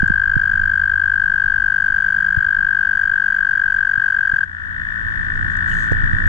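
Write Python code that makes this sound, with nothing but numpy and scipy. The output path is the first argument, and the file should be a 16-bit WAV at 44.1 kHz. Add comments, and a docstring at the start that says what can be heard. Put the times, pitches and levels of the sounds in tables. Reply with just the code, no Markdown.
"""Toads at the pond's edge

A toad trills close by, pushing puffs of air past its vocal cords into a ringing throat sac, then stops;
three more trill on among the reeds. Wind and a hand bump the microphone, a distant engine drones,
dry reeds tick, a leaf swishes along a stem and something peeps across the pond.
The camera's gain control holds the near toad down and lets the rest swell up once it is silent."""
import sys
import numpy as np
from scipy import signal
from scipy.fft import rfft, irfft, next_fast_len
from scipy.io import wavfile
from scipy.ndimage import uniform_filter1d, minimum_filter1d, map_coordinates

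SR = 44100
rng = np.random.default_rng(int(sys.argv[2]) if len(sys.argv) > 2 else 0)


def put_to_file(sound):
    """Save the sound as 16-bit audio at rate SR, in the file named by the first command-line argument."""
    columns = np.atleast_2d(sound).T  # one column per channel
    safe = np.clip(columns, -1, 1)
    whole_steps = np.round(safe * 32767)
    wavfile.write(sys.argv[1], SR, whole_steps.astype(np.int16))


N = 276948

# the colour of dry reed, rubbed or snapped: (frequency [Hz], relative level [dB])
REED_SPECTRUM = [(2000, -38.5), (3000, -3), (5300, -12), (6700, -6), (8000, -8), (10000, -19.5),
                 (12500, -19.5), (14000, -35.5)]


def amp(db):
    """Decibels to gain."""
    return 10 ** (np.asarray(db) / 20)


def unit(x):
    """Scale to rms 1."""
    return x / np.sqrt(np.mean(x ** 2) + 1e-20)


def clock():
    """Seconds at each sample."""
    return np.arange(N) / SR


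def curves(rows, at):
    """Each column after the first, read at the given places along the first."""
    first, *columns = np.transpose(rows)
    return [np.interp(at, first, column) for column in columns]


def wobble(rate):
    """A smooth random curve, rate knots a second."""
    return map_coordinates(rng.standard_normal(int(N * rate / SR) + 4), [clock() * rate])


def filtered(x, response):
    """x shaped by a complex response of frequency."""
    size = next_fast_len(N + SR // 2)
    return irfft(rfft(x, size) * response(np.fft.rfftfreq(size, 1 / SR)), size)[..., :N]


def noise(spectrum):
    """Stereo noise of rms 1, coloured by (frequency [Hz], level [dB]) points."""
    points_hz, db = np.transpose(spectrum)
    white = rng.standard_normal((2, N))
    return unit(filtered(white, lambda hz: amp(np.interp(np.log(hz + 1), np.log(points_hz), db))))


def resonance(x, centre_hz, width_hz):
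    """One ringing mode with gain 1 at its centre."""
    return filtered(x, lambda f: 1j * f * width_hz / (centre_hz ** 2 - f * f + 1j * f * width_hz))


def delayed(x, ms):
    """x arriving some milliseconds later."""
    return filtered(x, lambda hz: np.exp(-2j * np.pi * hz * ms / 1000))


def wind():
    """The breeze buffets the microphone in lumps, harder at the right port."""
    # the breeze eases, then picks up again: (time [s], level [dB])
    breeze = [(0, -17), (1.1, -26), (1.55, -22), (2.2, -26), (4.25, -27), (4.75, -33.5), (5.2, -27),
              (6.28, -22.5)]
    # the colour of the buffeting: (frequency [Hz], relative level [dB])
    rumble = [(13, -24), (22, 9.5), (54, 0), (91, -2.5), (140, -6.5), (177, -12.5), (202, -14.5),
              (339, -23), (398, -29.5), (700, -43), (910, -58.5), (1540, -120)]
    level_db, = curves(breeze, clock())
    lumps = amp(1.2 * wobble(10) + 2 * np.array([wobble(25), wobble(25)]))
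    return amp(level_db) * amp([[0], [3.5]]) * unit(lumps * noise(rumble))


def engine():
    """A distant engine drones on three wavering harmonics of its firing rate."""
    # the drone recedes, then returns a little: (time [s], fundamental [dB], octave [dB])
    drone = [(0, -18.5, -36.5), (2.4, -32.5, -31.5), (3.5, -33, -39), (6.28, -28, -36.5)]
    firing_hz, third_db = 85.7, -48
    levels_db = [*curves(drone, clock()), third_db]
    phase = 2 * np.pi * firing_hz * np.cumsum(1 + .012 * wobble(5)) / SR
    return sum(amp(db + 2.4 * wobble(4.7)) * np.sin(k * phase) for k, db in enumerate(levels_db, 1))


def hush():
    """A steady bed of outdoor air."""
    # the colour of the air: (frequency [Hz], relative level [dB])
    air = [(200, 13.5), (600, -4.5), (1200, 10), (2400, -7.5), (3900, -13.5), (5000, -14), (7000, -17.5),
           (10000, -23), (11500, -28.5), (13300, -36.5)]
    return amp(-38.5) * noise(air)


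def trill(rate, anchor_s, pitch_hz, puff, overtones, puff_s, scatter_db, jitter_s, bright=0, end=np.inf):
    """Puffs of air, one due at anchor_s; in each the vocal cords swell, arch in pitch and stall."""
    t = clock()
    beats = np.cumsum(rate) / SR
    beats -= np.interp(anchor_s, t, beats)
    number = np.floor(beats - np.floor(beats[0])).astype(int)
    stretch, detune, force, lag = rng.standard_normal((number[-1] + 1, 4))[number].T  # drawn per puff
    age = beats % 1 / rate - jitter_s * np.abs(2 + lag)  # each puff comes a little behind the beat
    progress = age / (puff_s * (1 + 0.024 * stretch))
    pitch_ratio, opening_db = curves(puff, progress)
    flutter = 1 + 0.0018 * detune + 0.0084 * wobble(900)  # uneven cycles make the overtones rasp
    cycles = np.cumsum(pitch_hz * pitch_ratio * flutter) / SR
    phase = 2 * np.pi * (cycles - np.interp(t - age, t, cycles))  # the cords start afresh in every puff
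    edges = np.clip(np.minimum(progress, 1 - progress) / 0.017, 0, 1)
    gate = np.sin(np.pi / 2 * edges) ** 2 * (t - age < end)
    upper = sum(amp(db + bright * (k - 2) * opening_db) * np.sin(k * phase) for k, db in overtones)
    return gate * amp(scatter_db * force) * (amp(opening_db) * np.sin(phase) + upper)


def small_body(x, corner_hz):
    """A small animal radiates almost nothing below its corner frequency."""
    return filtered(x, lambda hz: 1 - 1 / (1 + (hz / corner_hz) ** 10))


def reed_scatter(x, t60, centre_hz, width_hz):
    """The stems scatter one band of a sound into a tail, different on each side and scaled to rms 1."""
    t = np.arange(SR // 2) / SR
    tail = rng.standard_normal((2, len(t))) * amp(-60 * t / t60) * (t > .004)
    wet = signal.fftconvolve(x[None], tail, axes=1)[:, :N]
    return np.array([unit(side) for side in resonance(wet, centre_hz, width_hz)])


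def near_toad():
    """The throat sac rings with each puff and beams it left; a log echoes it, the stems scatter it."""
    # the trill slows as the toad tires: (time [s], rate [puffs/s])
    pace = [(0.0, 51.14), (0.62, 49.77), (2.61, 49.63), (3.91, 46.8), (4.02, 48.22), (4.3, 45.81),
            (4.44, 41.16)]
    # one puff through the larynx: (progress [0-1], pitch [ratio], opening [dB])
    puff = [(0, 0.74, -9), (.08, 0.92, -4), (.16, 1.047, -4), (.418, 1, 0.88), (.68, 0.971, -2.16),
            (0.881, 0.947, -8.5), (0.999, 0.76, -17)]
    # overtones of the vocal cords: (harmonic [number], level [dB])
    overtones = [(2, -29.5), (3, -34.5), (4, -38.5), (5, -49.5), (6, -53.5), (7, -52.5)]
    rate, = curves(pace, clock())
    cords = trill(rate, anchor_s=.0185, pitch_hz=1590.4, puff=puff, overtones=overtones,
                  puff_s=.0101, scatter_db=.25, jitter_s=.0001, bright=0.58, end=4.445)
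    cords = small_body(cords, corner_hz=725)
    sac = resonance(cords, centre_hz=1630, width_hz=215)
    left = amp(-8.5) * cords + amp(7.0) * sac
    right = amp(-3.5) * delayed(cords, ms=0.044) + amp(-9) * sac
    log_echo = amp([[-22.5], [-21]]) * delayed(left, ms=4.47)
    treble = resonance(cords, centre_hz=7150, width_hz=350)
    sheen = amp(-57) * reed_scatter(treble, t60=.05, centre_hz=7200, width_hz=600)
    haze = amp(-33) * reed_scatter(cords, t60=0.022, centre_hz=3700, width_hz=1500)
    return np.array([left, right]) + log_echo + sheen + haze


def far_toads():
    """A high and a low toad drift in and out of step; a third is heard only through the reeds."""
    # how fast they trill: (time [s], high toad [puffs/s], low toad [puffs/s])
    pace = [(4.5, 55.73, 58.55), (4.75, 56.37, 60.22), (5, 55.66, 57.62), (5.25, 55.13, 56.16),
            (5.5, 56.08, 55.17), (5.75, 55.29, 54.61), (6, 55, 53.52), (6.28, 55.97, 54.45)]
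    # how hard they call: (time [s], high toad [dB], low toad [dB])
    effort = [(0, -24, -24), (4.5, -17, -16), (4.8, -13, -17), (5.3, -14, -17.5), (5.8, -13, -15.5),
              (6.28, -14.5, -18.5)]
    # one puff through the larynx: (progress [0-1], pitch [ratio], opening [dB])
    puff = [(0, 0.56, -19), (.2, 0.94, 0), (.4, 0.97, 6.5), (.55, 0.99, 6.5), (.75, 1, -2),
            (1, 0.46, -20.5)]
    # the cords' faint octave: (harmonic [number], level [dB])
    overtones = [(2, -27)]
    high_rate, low_rate = curves(pace, clock())
    high_db, low_db = curves(effort, clock())
    voice = dict(puff=puff, overtones=overtones, puff_s=.0112, scatter_db=.9)
    high = amp(high_db) * trill(high_rate, anchor_s=4.5092, pitch_hz=1814.5, jitter_s=.0001, **voice)
    low = amp(low_db) * trill(low_rate, anchor_s=4.5109, pitch_hz=1590, jitter_s=.00015, **voice)
    third = trill(52.5 + wobble(2), anchor_s=0, pitch_hz=1717, jitter_s=.00015, **voice)
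    left = amp(-1.4) * (high + low)
    right = amp(-11.5) * delayed(high, ms=0.19) + amp(-13.5) * delayed(low, ms=0.28)
    wash = amp(-30.5) * reed_scatter(high + low, t60=0.93, centre_hz=1710, width_hz=3500)
    hidden = amp([[-29], [-34]]) * reed_scatter(third, t60=0.052, centre_hz=3130, width_hz=2800)
    return small_body(np.array([left, right]) + wash + hidden, corner_hz=825)


def hand_bumps():
    """Each bump rocks the camera body for a cycle or two; the two ports move against each other."""
    # handling thumps: (time [s], level [dB], pitch [Hz], left port relative to right [dB])
    thumps = [(0.0302, 14.5, 167, -14.5), (0.1019, 12, 164.7, -7.5), (0.365, 14.5, 123, -9),
              (0.494, -1, 85, -2.5), (2.372, 2, 92.16, 9.5), (3.976, 2, 110, -10), (4.334, 4, 111.9, -8.5),
              (5.362, -13, 100, -13), (5.9166, 3.5, 89.72, -12), (5.9195, -4, 460.4, 1.5),
              (6.036, -6.5, 79.96, 8.5), (6.134, 2.5, 94.8, -7.5), (6.262, -2.5, 74.2, 2)]
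    ring_cycles = 5.1  # to die away by 60 dB
    left, right = np.zeros((2, N))
    for start, db, hz, left_db in thumps:
        cycles = hz * np.maximum(clock() - start, 0)
        onset = 1 - np.exp(-(cycles / 0.22) ** 2)  # the deeper the bump, the softer its start
        push = amp(db - 60 * cycles / ring_cycles) * np.sin(2 * np.pi * cycles) * onset
        left += amp(left_db) * push
        right -= push
    return np.array([delayed(left, ms=0.31), right])


def reed_ticks():
    """Dry reeds snap in tiny bursts of bright noise."""
    # the snaps, ahead of the band filter: (time [s], level [dB])
    snaps = [(0.077, -25), (5.569, -35.5), (5.92, -30), (6.271, -36)]
    t, t60 = clock(), 0.015
    bursts = sum(amp(db - 60 * np.abs(t - start) / t60) * (t > start) for start, db in snaps)
    return resonance(bursts * noise(REED_SPECTRUM), centre_hz=6100, width_hz=2500)


def leaf_stroke(start, length, db):
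    """A leaf catches, rubs with a squeak that starts high and settles, and lets go."""
    rise_db_per_s, fall_db_per_s, settle_s = 556, 257.5, 0.054
    age = clock() - start
    fade_db = rise_db_per_s * np.maximum(-age, 0) + fall_db_per_s * np.maximum(age - length, 0)
    squeak_hz = 6300 + 970 * np.exp(-np.maximum(age, 0) / settle_s)
    squeak = wobble(610) * np.sin(2 * np.pi * np.cumsum(squeak_hz) / SR)
    return amp(db - fade_db + 1.5 * wobble(90)) * (noise(REED_SPECTRUM) + amp(-3.5) * squeak)


def leaf_swish():
    """A reed leaf slides along a stem, off to the right."""
    # a short stroke, then a longer one: (time [s], length [s], level [dB])
    strokes = [(5.508, 0.025, -57), (5.685, .165, -49)]
    return amp([[-4], [2]]) * sum(leaf_stroke(*row) for row in strokes)


def peep():
    """One short, falling, unsteady note from across the pond."""
    middle_s, length_s = 5.722, 0.033
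    middle_hz, fall_hz_per_s = 2970, 4800
    t = clock() - middle_s
    glide_hz = middle_hz - fall_hz_per_s * np.clip(t, -length_s, length_s)
    phase = 2 * np.pi * np.cumsum(glide_hz * (1 + 0.044 * wobble(640))) / SR
    swell = np.exp(-(2 * t / length_s) ** 2)
    return amp(-36.5) * swell * np.sin(phase)


def scene():
    """Everything that reaches the microphone's two ports."""
    toads = near_toad() + far_toads()
    return toads + hand_bumps() + wind() + engine() + leaf_swish() + hush() + reed_ticks() + peep()


def gain_control(x, ceiling_db, release_s):
    """The gain drops at once under a loud sound and creeps back afterwards; bass does not trip it."""
    sidechain = filtered(x, lambda hz: hz > 500)
    power = np.abs(uniform_filter1d(np.mean(sidechain ** 2, axis=0), size=220)) + 1e-12
    excess_db = np.maximum(10 * np.log10(power) - ceiling_db, 0)
    held_db = -minimum_filter1d(-excess_db, size=1800, origin=600)  # the hold bridges the puffs
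    release = np.exp(-clock() / release_s)
    cut_db = np.maximum.accumulate(held_db / release) * release
    return x * amp(-uniform_filter1d(cut_db, size=200))


def record(dry):
    """The camera's gain control, soft overload and band limit."""
    clip_level, top_hz = .75, 13500
    levelled = gain_control(dry, ceiling_db=-11.0, release_s=0.55)
    rounded = levelled / (1 + (levelled / clip_level) ** 10) ** .1
    return filtered(rounded, lambda hz: hz < top_hz)


dry = scene()
out = record(dry)
put_to_file(out)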